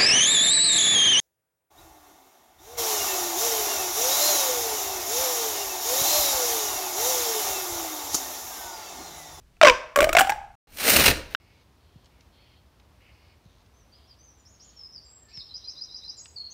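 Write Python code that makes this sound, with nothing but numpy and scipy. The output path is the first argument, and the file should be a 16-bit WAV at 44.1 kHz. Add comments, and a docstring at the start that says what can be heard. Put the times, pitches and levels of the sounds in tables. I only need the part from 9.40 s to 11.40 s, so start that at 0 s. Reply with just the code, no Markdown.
"""A corrugated plastic tube is stretched, then squashed: its ribs buckle one by one, and each pop excites
the wall and the air column, whose resonance falls as the tube lengthens and rises as it shortens.
After a sudden silence a paper bag is torn, its fibres breaking in tiny clicks, and is flicked;
a second silence ends the sound. A small room reverberates over handling rumble and quiet room tone."""
import sys
import numpy as np
from scipy import signal
from scipy.fft import rfft, irfft, next_fast_len
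from scipy.io import wavfile
from scipy.ndimage import map_coordinates

SR = 44100
rng = np.random.default_rng(int(sys.argv[2]) if len(sys.argv) > 2 else 0)


def master(y):
    """Save y as 16-bit WAV."""
    cut = np.clip(np.atleast_2d(y).T, -1, 1)
    pcm = np.round(cut * 32767)  # scale
    wavfile.write(sys.argv[1], SR, pcm.astype(np.int16))


N = 88200

# Rib pops: t/s, level/dB, wall f/Hz; then, relative to that level, column fundamental/dB,
# upper modes/dB, crack/dB, knock/dB; last, column decay time/ms
POPS = [(0.1675, -52.5, 2600, -7, -8.5, -14.5, -4, 12.5), (0.2134, 0, 1375, -6.5, -10, -32, -30, 13),
        (0.2284, -2, 1475, -17, -8.5, -32.5, -21, 14.5), (0.2329, 1.5, 2430, 0.5, -14.5, -31.5, -34, 14),
        (0.2478, -0.5, 2100, -7.5, -15, -29, -35, 11.5), (0.2524, -5, 2240, -0.5, 7.5, -35.5, -27.5, 14.5),
        (0.2554, -7.5, 2220, -10.5, -10.5, -32, -27.5, 11),
        (0.2634, -4.5, 2120, -4.5, -3.5, -26.5, -26, 16), (0.2694, 1, 2490, -3.5, 2, -35.5, -24.5, 7),
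        (0.2724, 0.5, 1560, -10, -9, -34, -30.5, 13), (0.2824, 0.5, 2554, -5.5, -19.5, -42, -39.5, 3),
        (0.2854, -8, 2340, -9, -2.5, -23.5, -23.5, 11), (0.2972, 0.5, 2322, -13, -13, -35.5, -25.5, 15),
        (0.5596, -4.5, 1657, -12.5, -1, -13, -38, 25), (0.5734, -17.5, 1350, 8.5, -6, -7, -6.5, 10.5),
        (0.5876, -8.5, 2190, 1, 0.5, -15.5, -27, 18), (0.605, -5.5, 1466, -16, -3, -12, -19.5, 8.5),
        (0.6184, -10, 2440, -0.5, -9, -22.5, -22, 18), (0.6275, -11, 2380, 6.5, -26, -12.5, -16.5, 12.5),
        (0.6389, -21, 1300, -12.5, -30.5, -17, -28, 3), (0.6424, -6, 1554, -4, -12.5, -15.5, -25, 4.5),
        (0.6704, -27, 1280, 19, -4.5, -31, -16, 6), (0.6913, -11, 2260, 0.5, -5, -17, -17.5, 5.5),
        (0.7292, -10, 1370, -11, -15, -9, -23.5, 9.5), (0.7502, -5.5, 2180, 2, -40.5, -26, -28.5, 8),
        (0.7677, 1, 2150, -12, -23.5, -18.5, -41.5, 4.5), (0.7724, -13, 2000, 9, -12.5, -21.5, -39, 8.5),
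        (0.7851, 0, 1524, -22, -20.5, -22, -27.5, 2.5), (0.7914, -5, 1494, -8.5, 0, -9, -36, 7.5),
        (0.7964, -7, 1430, -0.5, -20.5, -9.5, -38, 3), (0.8074, -7, 2960, 2.5, -33, -8, -28.5, 11.5),
        (0.8134, -9, 1600, 3.5, -31, -19.5, -21, 6), (0.8244, -21, 1520, -4, -36.5, -29.5, -17.5, 13),
        (0.8474, -22.5, 1580, 6, 0, -25, -21, 10.5), (0.8714, -20.5, 1430, 5.5, -11.5, -14, -31, 10),
        (0.8944, -10.5, 2270, 2.5, -24.5, -17, -30, 7.5), (0.9004, -14.5, 1690, -7, -1.5, -12.5, -24, 8),
        (0.9203, -20, 1710, 6, -9, -28, -34, 9.5)]
# Fundamental of the air column: t/s, f/Hz
COLUMN_PITCH = [(.21, 698), (.24, 616), (.27, 561), (.3, 501), (.34, 473), (.55, 574), (.6, 575.7),
                (.65, 625.5), (.7, 635), (.75, 667), (.8, 753), (.87, 789), (.93, 852.4), (1.0, 808),
                (1.15, 800)]
# Modes of one rib: f/Hz, level/dB, T60/s
RIB_MODES = [(2630, -9, 0.02), (3696, -5, 0.011), (4380, -12, 0.004), (5700, -5, 0.012),
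             (8050, -12.5, 0.0073)]
# Faint, short tones near 800 Hz lingering after the last pop: t/s, level/dB
AFTER_TONES = [(0.954, -28.5), (0.975, -25.5), (1.015, -27.5), (1.039, -30.5), (1.075, -40.5),
               (1.102, -38.5)]
def tube_resonance():
    """Impulse excitation: each rib rings the wall and the air column, whose pitch follows its length."""
    out, t = np.zeros(N), np.arange(SR // 8) / SR
    running_phase = 2 * np.pi * np.cumsum(curves(COLUMN_PITCH)[0]) / SR
    phase = lambda s: running_phase[round(s * SR):][:len(t)] - running_phase[round(s * SR)]
    fade = lambda decay_s: np.exp(-(t / decay_s) ** 1.1) * (1 - np.exp(-t / 0.00086))
    for s, db, wall_hz, column_db, upper_db, _, _, decay_ms in POPS:
        scatter = rng.standard_normal((len(RIB_MODES), 2))  # no two ribs are alike
        wall = amp(7.5) * ring(t, wall_hz, t60=0.025)
        for (hz, level, t60), (louder, sharper) in zip(RIB_MODES, scatter):
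            wall += amp(level + 2.2 * louder) * ring(t, hz * (1 + 0.017 * sharper), t60)
        fundamental = np.sin(phase(s) * (1 + 0.015 * scatter[0, 0]))
        overtones = np.sin(1.95 * phase(s)) + amp(-14.5) * np.sin(2.4 * phase(s))
        column = amp(column_db + 11) * fade(max(decay_ms, 3) / 1000) * fundamental
        column += amp(upper_db + 4.5) * fade(0.016) * overtones
        out[round(s * SR):][:len(t)] += amp(db - 12.5) * (wall + column)
    for s, db in AFTER_TONES:
        out[round(s * SR):][:len(t)] += amp(db - 3) * fade(0.011) * np.sin(phase(s))
    return out


# Spectra of the plastic's snap, its treble crack, the wall's crinkle and the hands' knock: f/Hz, level/dB
SNAP = [(800, -4.5), (1500, 2.5), (2600, 2), (4000, -9.5), (5800, -10), (8000, -25), (16000, -57)]
CRACK = [(4000, -34.5), (7000, 7.5), (11000, 0), (16000, 1)]
CRINKLE = [(3000, -8), (5500, 0), (7500, 3), (10000, -17), (15000, -16)]
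KNOCK = [(120, -11), (250, 3.5), (380, 7), (550, -9)]
def rib_buckling():
    """Snap-through buckling: each rib radiates a broadband burst; the wall crinkles, the hands knock."""
    s, db, *_, crack_db, knock_db, _ = np.transpose(POPS)
    snaps = bursts(s, db - 3.5, t60=0.019, rise=0.00089) * noise(SNAP)
    cracks = bursts(s, db + crack_db - 2, t60=0.029, rise=0.00089) * noise(CRACK)
    crinkle = bursts(s, db - 35, t60=0.055, rise=0.0039) * amp(2.3 * wobble(300)) * noise(CRINKLE)
    knocks = bursts(s, db + knock_db + 4, t60=0.051, rise=0.0058) * noise(KNOCK)
    return snaps + cracks + crinkle + knocks


# Envelope of the tear: t/s, level/dB, relative treble level/dB
TEAR = [(1.272, -61.5, -9), (1.35, -52.5, 5), (1.4, -26.5, -2.5), (1.432, -27.5, 0), (1.486, -17.5, 0),
        (1.494, -18.5, 3.5), (1.624, -16, -3.5), (1.648, -17, -3.5), (1.658, -15, -4), (1.706, -16.5, -3.5),
        (1.716, -19.5, -26.5), (1.726, -31, -31), (1.85, -51.5, -17), (1.94, -47, -6.5)]
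# Stronger rips: t/s, level/dB, rasp f/Hz
RIPS = [(1.3329, -35, 2320), (1.399, -22.5, 3980), (1.4393, -20.5, 1417), (1.4531, -11.5, 1930),
        (1.4786, -2, 2090), (1.4864, -4, 2710), (1.509, -8, 2520), (1.5174, -8.5, 2300), (1.5377, -6, 3980),
        (1.5604, -3, 2754), (1.5871, -14, 2730), (1.6035, -6.5, 2570), (1.6581, 2, 2820),
        (1.668, -3.5, 2540), (1.6798, -0.5, 2570), (1.6853, -9, 2300), (1.7119, -5, 1790),
        (1.7344, -20, 1930), (1.769, -23, 1470), (1.7714, -23, 4090)]
# Envelope of the flapping sheet: t/s, upper band level/dB, lower band level/dB
FLAP = [(1.272, -77.5, -69.5), (1.452, -35, -45.5), (1.482, -26.5, -48), (1.506, -32, -38),
        (1.596, -27, -29.5), (1.636, -30.5, -33.5), (1.72, -26.5, -29), (1.75, -48, -51),
        (1.776, -39, -44.5), (1.834, -53.5, -54.5), (1.926, -59, -59.5), (1.94, -51, -58.5)]
# Spectra of the fibres (middle, treble) and the sheet (upper, lower): f/Hz, level/dB
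FIBRE_MID = [(350, -19), (600, -5), (940, -5.5), (1030, -6.5), (1280, -4), (2700, -0.5), (3430, -7),
             (4070, -2), (6500, -20.5), (8450, -53), (14300, -120)]
FIBRE_TREBLE = [(3240, -39), (5500, -0.5), (7590, -2.5), (9490, 4), (10500, -3), (15100, 4), (16000, -13)]
SHEET_UPPER = [(150, -36.5), (250, -2), (383, -2.5), (555, 0.5), (700, -7), (910, -35), (1540, -120)]
SHEET_LOWER = [(70, 3), (90, -6), (240, -5), (290, -13)]
def paper_tear(start_s=1.2715, clicks_per_s=5000, click_share=0.55):
    """Fracture: fibres part in clumps of tiny clicks, stronger rips stand out, the sheet flaps below."""
    breaks = rng.random(N) < clicks_per_s / SR
    clicks = breaks * amp(3 * np.minimum(rng.exponential(size=N), 3)) * rng.choice([-1, 1], N)
    force = click_share * unit(clicks) + (1 - click_share) * rng.standard_normal(N)
    force *= amp(1.94 * wobble(150))
    mid, treble = coloured(force, FIBRE_MID), coloured(force, FIBRE_TREBLE)
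    level_db, treble_db = curves(TEAR)
    tearing = amp(level_db - 4.5) * (mid + amp(treble_db) * treble)
    rasps, t = np.zeros(N), np.arange(SR // 20) / SR
    for s, db, hz in RIPS:
        rasps[round(s * SR):][:len(t)] += amp(db - 7.5) * ring(t, hz, t60=0.032, rise=0.0007)
    s, db, _ = np.transpose(RIPS)
    rips = bursts(s, db - 16, t60=0.015, rise=0.00054) * (mid + 0.7 * treble)
    upper_db, lower_db = curves(FLAP)
    flutter = amp(1.2 * wobble(40.1))
    flap = flutter * (amp(upper_db) * noise(SHEET_UPPER) + amp(lower_db) * noise(SHEET_LOWER))
    return (np.arange(N) > start_s * SR) * (tearing + rips + rasps * np.abs(mid) + flap)


# Modes of the flicked bag: f/Hz, level/dB, T60/s
BAG_MODES = [(1520, 5.5, 0.0075), (2904, 2, 0.0062), (850, -24.5, .015), (3680, -11, 0.019),
             (5310, -8, 0.0064)]
def bag_flick(start_s=1.9489):
    """Free vibration: a finger's impact excites the bag's heavily damped modes."""
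    t = np.maximum(np.arange(N) / SR - start_s, 0)
    return -amp(-11) * sum(amp(db) * ring(t, hz, t60) for hz, db, t60 in BAG_MODES)


# Reverberation time: f/Hz, T60/s
ROOM_T60 = [(150, 0.17), (700, 0.61), (2000, 0.48), (6000, 0.39), (14000, 0.26)]
# Spectrum of the reverberation: f/Hz, level/dB
ROOM_COLOUR = [(200, 2), (350, 0.5), (600, -5), (1100, -0.5), (2500, -3), (7000, 1), (14000, 0)]
def reverberation(x, t60_factor=1):
    """Frequency-dependent decay: each tenth of a second is convolved with its own dying noise tail."""
    out, step, delay = np.zeros(N + 2 * SR), SR // 10, 200
    for start in range(0, N, step):
        part = x[start:start + step]
        if np.abs(part).max() > 1e-4:
            hz, t, spectrum = signal.stft(rng.standard_normal(SR), SR, nperseg=256)
            t60 = t60_factor * along(ROOM_T60, hz)[:, None]
            spectrum *= amp(along(ROOM_COLOUR, hz)[:, None] - 60 * t / t60)
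            tail = signal.istft(spectrum, SR, nperseg=256)[1][:SR]
            wet = signal.fftconvolve(part, tail / np.linalg.norm(tail))
            out[start + delay:][:len(wet)] += wet
    return out[:N]


# Envelope of the handling rumble: t/s, level/dB
RUMBLE = [(0.0, -56), (0.172, -59), (0.27, -45), (0.314, -35), (0.362, -53), (0.516, -65), (0.624, -30.5),
          (0.878, -46), (0.912, -42.5), (1.156, -53.5), (1.216, -89), (1.34, -46), (1.378, -60.5),
          (1.492, -51), (1.51, -43), (1.732, -28.5), (1.786, -42), (1.95, -53)]
# Spectra of the rumble and the room tone: f/Hz, level/dB
RUMBLE_COLOUR = [(15, -5.5), (30, -3.5), (60, -4.5), (110, -16), (250, -33)]
ROOM_TONE = [(59, -38.5), (100, -3), (160, -7.5), (181, -10.5), (461, -17), (891, -21.5), (4770, -28),
             (16000, -38.5)]
def background():
    """Amplitude-modulated noise: low handling rumble swells and fades over steady room tone."""
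    rumble = amp(curves(RUMBLE)[0] - 2 + 0.8 * wobble(5)) * noise(RUMBLE_COLOUR)
    return rumble + amp(-65.5) * noise(ROOM_TONE)


def amp(db):
    return 10 ** (np.asarray(db) / 20)


def unit(x):
    return x / np.sqrt(np.mean(x ** 2) + 1e-20)


def along(points, hz):
    """Interpolation on a logarithmic frequency axis."""
    f, v = np.transpose(points)
    return np.interp(np.log(hz + 1), np.log(f + 1), v)


def curves(rows):
    """Linear interpolation in time: one value per sample for each column after the first."""
    s, *cols = np.transpose(rows)
    return [np.interp(np.arange(N) / SR, s, c) for c in cols]


def wobble(rate):
    """Random modulation: a smooth curve with rate knots a second."""
    return map_coordinates(rng.standard_normal(int(N * rate / SR) + 4), [np.arange(N) * rate / SR])


def coloured(x, points):
    """Band-pass filtering by a (f/Hz, level/dB) curve, scaled to rms 1."""
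    m = next_fast_len(N + 8192)
    f = np.fft.rfftfreq(m, 1 / SR)
    closed = [(points[0][0] / 2, -90)] + list(points) + [(points[-1][0] * 2, -90)]
    return unit(irfft(rfft(x, m) * amp(along(closed, f)), m)[:N])


def noise(points):
    return coloured(rng.standard_normal(N), points)


def ring(t, hz, t60, rise=0.00034):
    """Damped oscillation of one mode; t60 and rise in seconds."""
    return np.sin(2 * np.pi * hz * t) * amp(-60 * t / t60) * (1 - np.exp(-t / rise))


def bursts(times, levels_db, t60, rise):
    """Superposition of sudden, exponentially decaying envelopes."""
    hits, t = np.zeros(N), np.arange(SR // 10) / SR
    hits[np.round(np.asarray(times) * SR).astype(int)] = amp(levels_db)
    return signal.fftconvolve(hits, amp(-60 * t / t60) * (1 - np.exp(-t / rise)))[:N]


def scene():
    """Superposition of direct sound, reverberation and background."""
    tube = tube_resonance() + rib_buckling()
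    bag = paper_tear() + bag_flick()
    room = reverberation(amp(-15) * tube + amp(-13.5) * bag)
    slow_tail = amp(-31.5) * reverberation(tube, t60_factor=1.7)
    return (tube + bag + room + slow_tail + background())[None]


# Silences: start t/s, end t/s
SILENCES = [(1.1535, 1.2715), (1.9537, 2.1)]
def record(dry):
    """Soft saturation, gating to two silences and low-pass filtering."""
    x = dry / (1 + np.abs(dry / 0.93) ** 6) ** (1 / 6)
    t = np.arange(N) / SR
    for start, end in SILENCES:
        x = x * ((t < start) | (t > end))
    top_hz, edge_hz = 16000, 500
    m = next_fast_len(N + 8192)
    edge = np.clip((top_hz - np.fft.rfftfreq(m, 1 / SR)) / edge_hz, 0, 1)
    return irfft(rfft(x, m) * np.sin(np.pi / 2 * edge) ** 2, m)[..., :N]


dry = scene()
out = record(dry)
master(out)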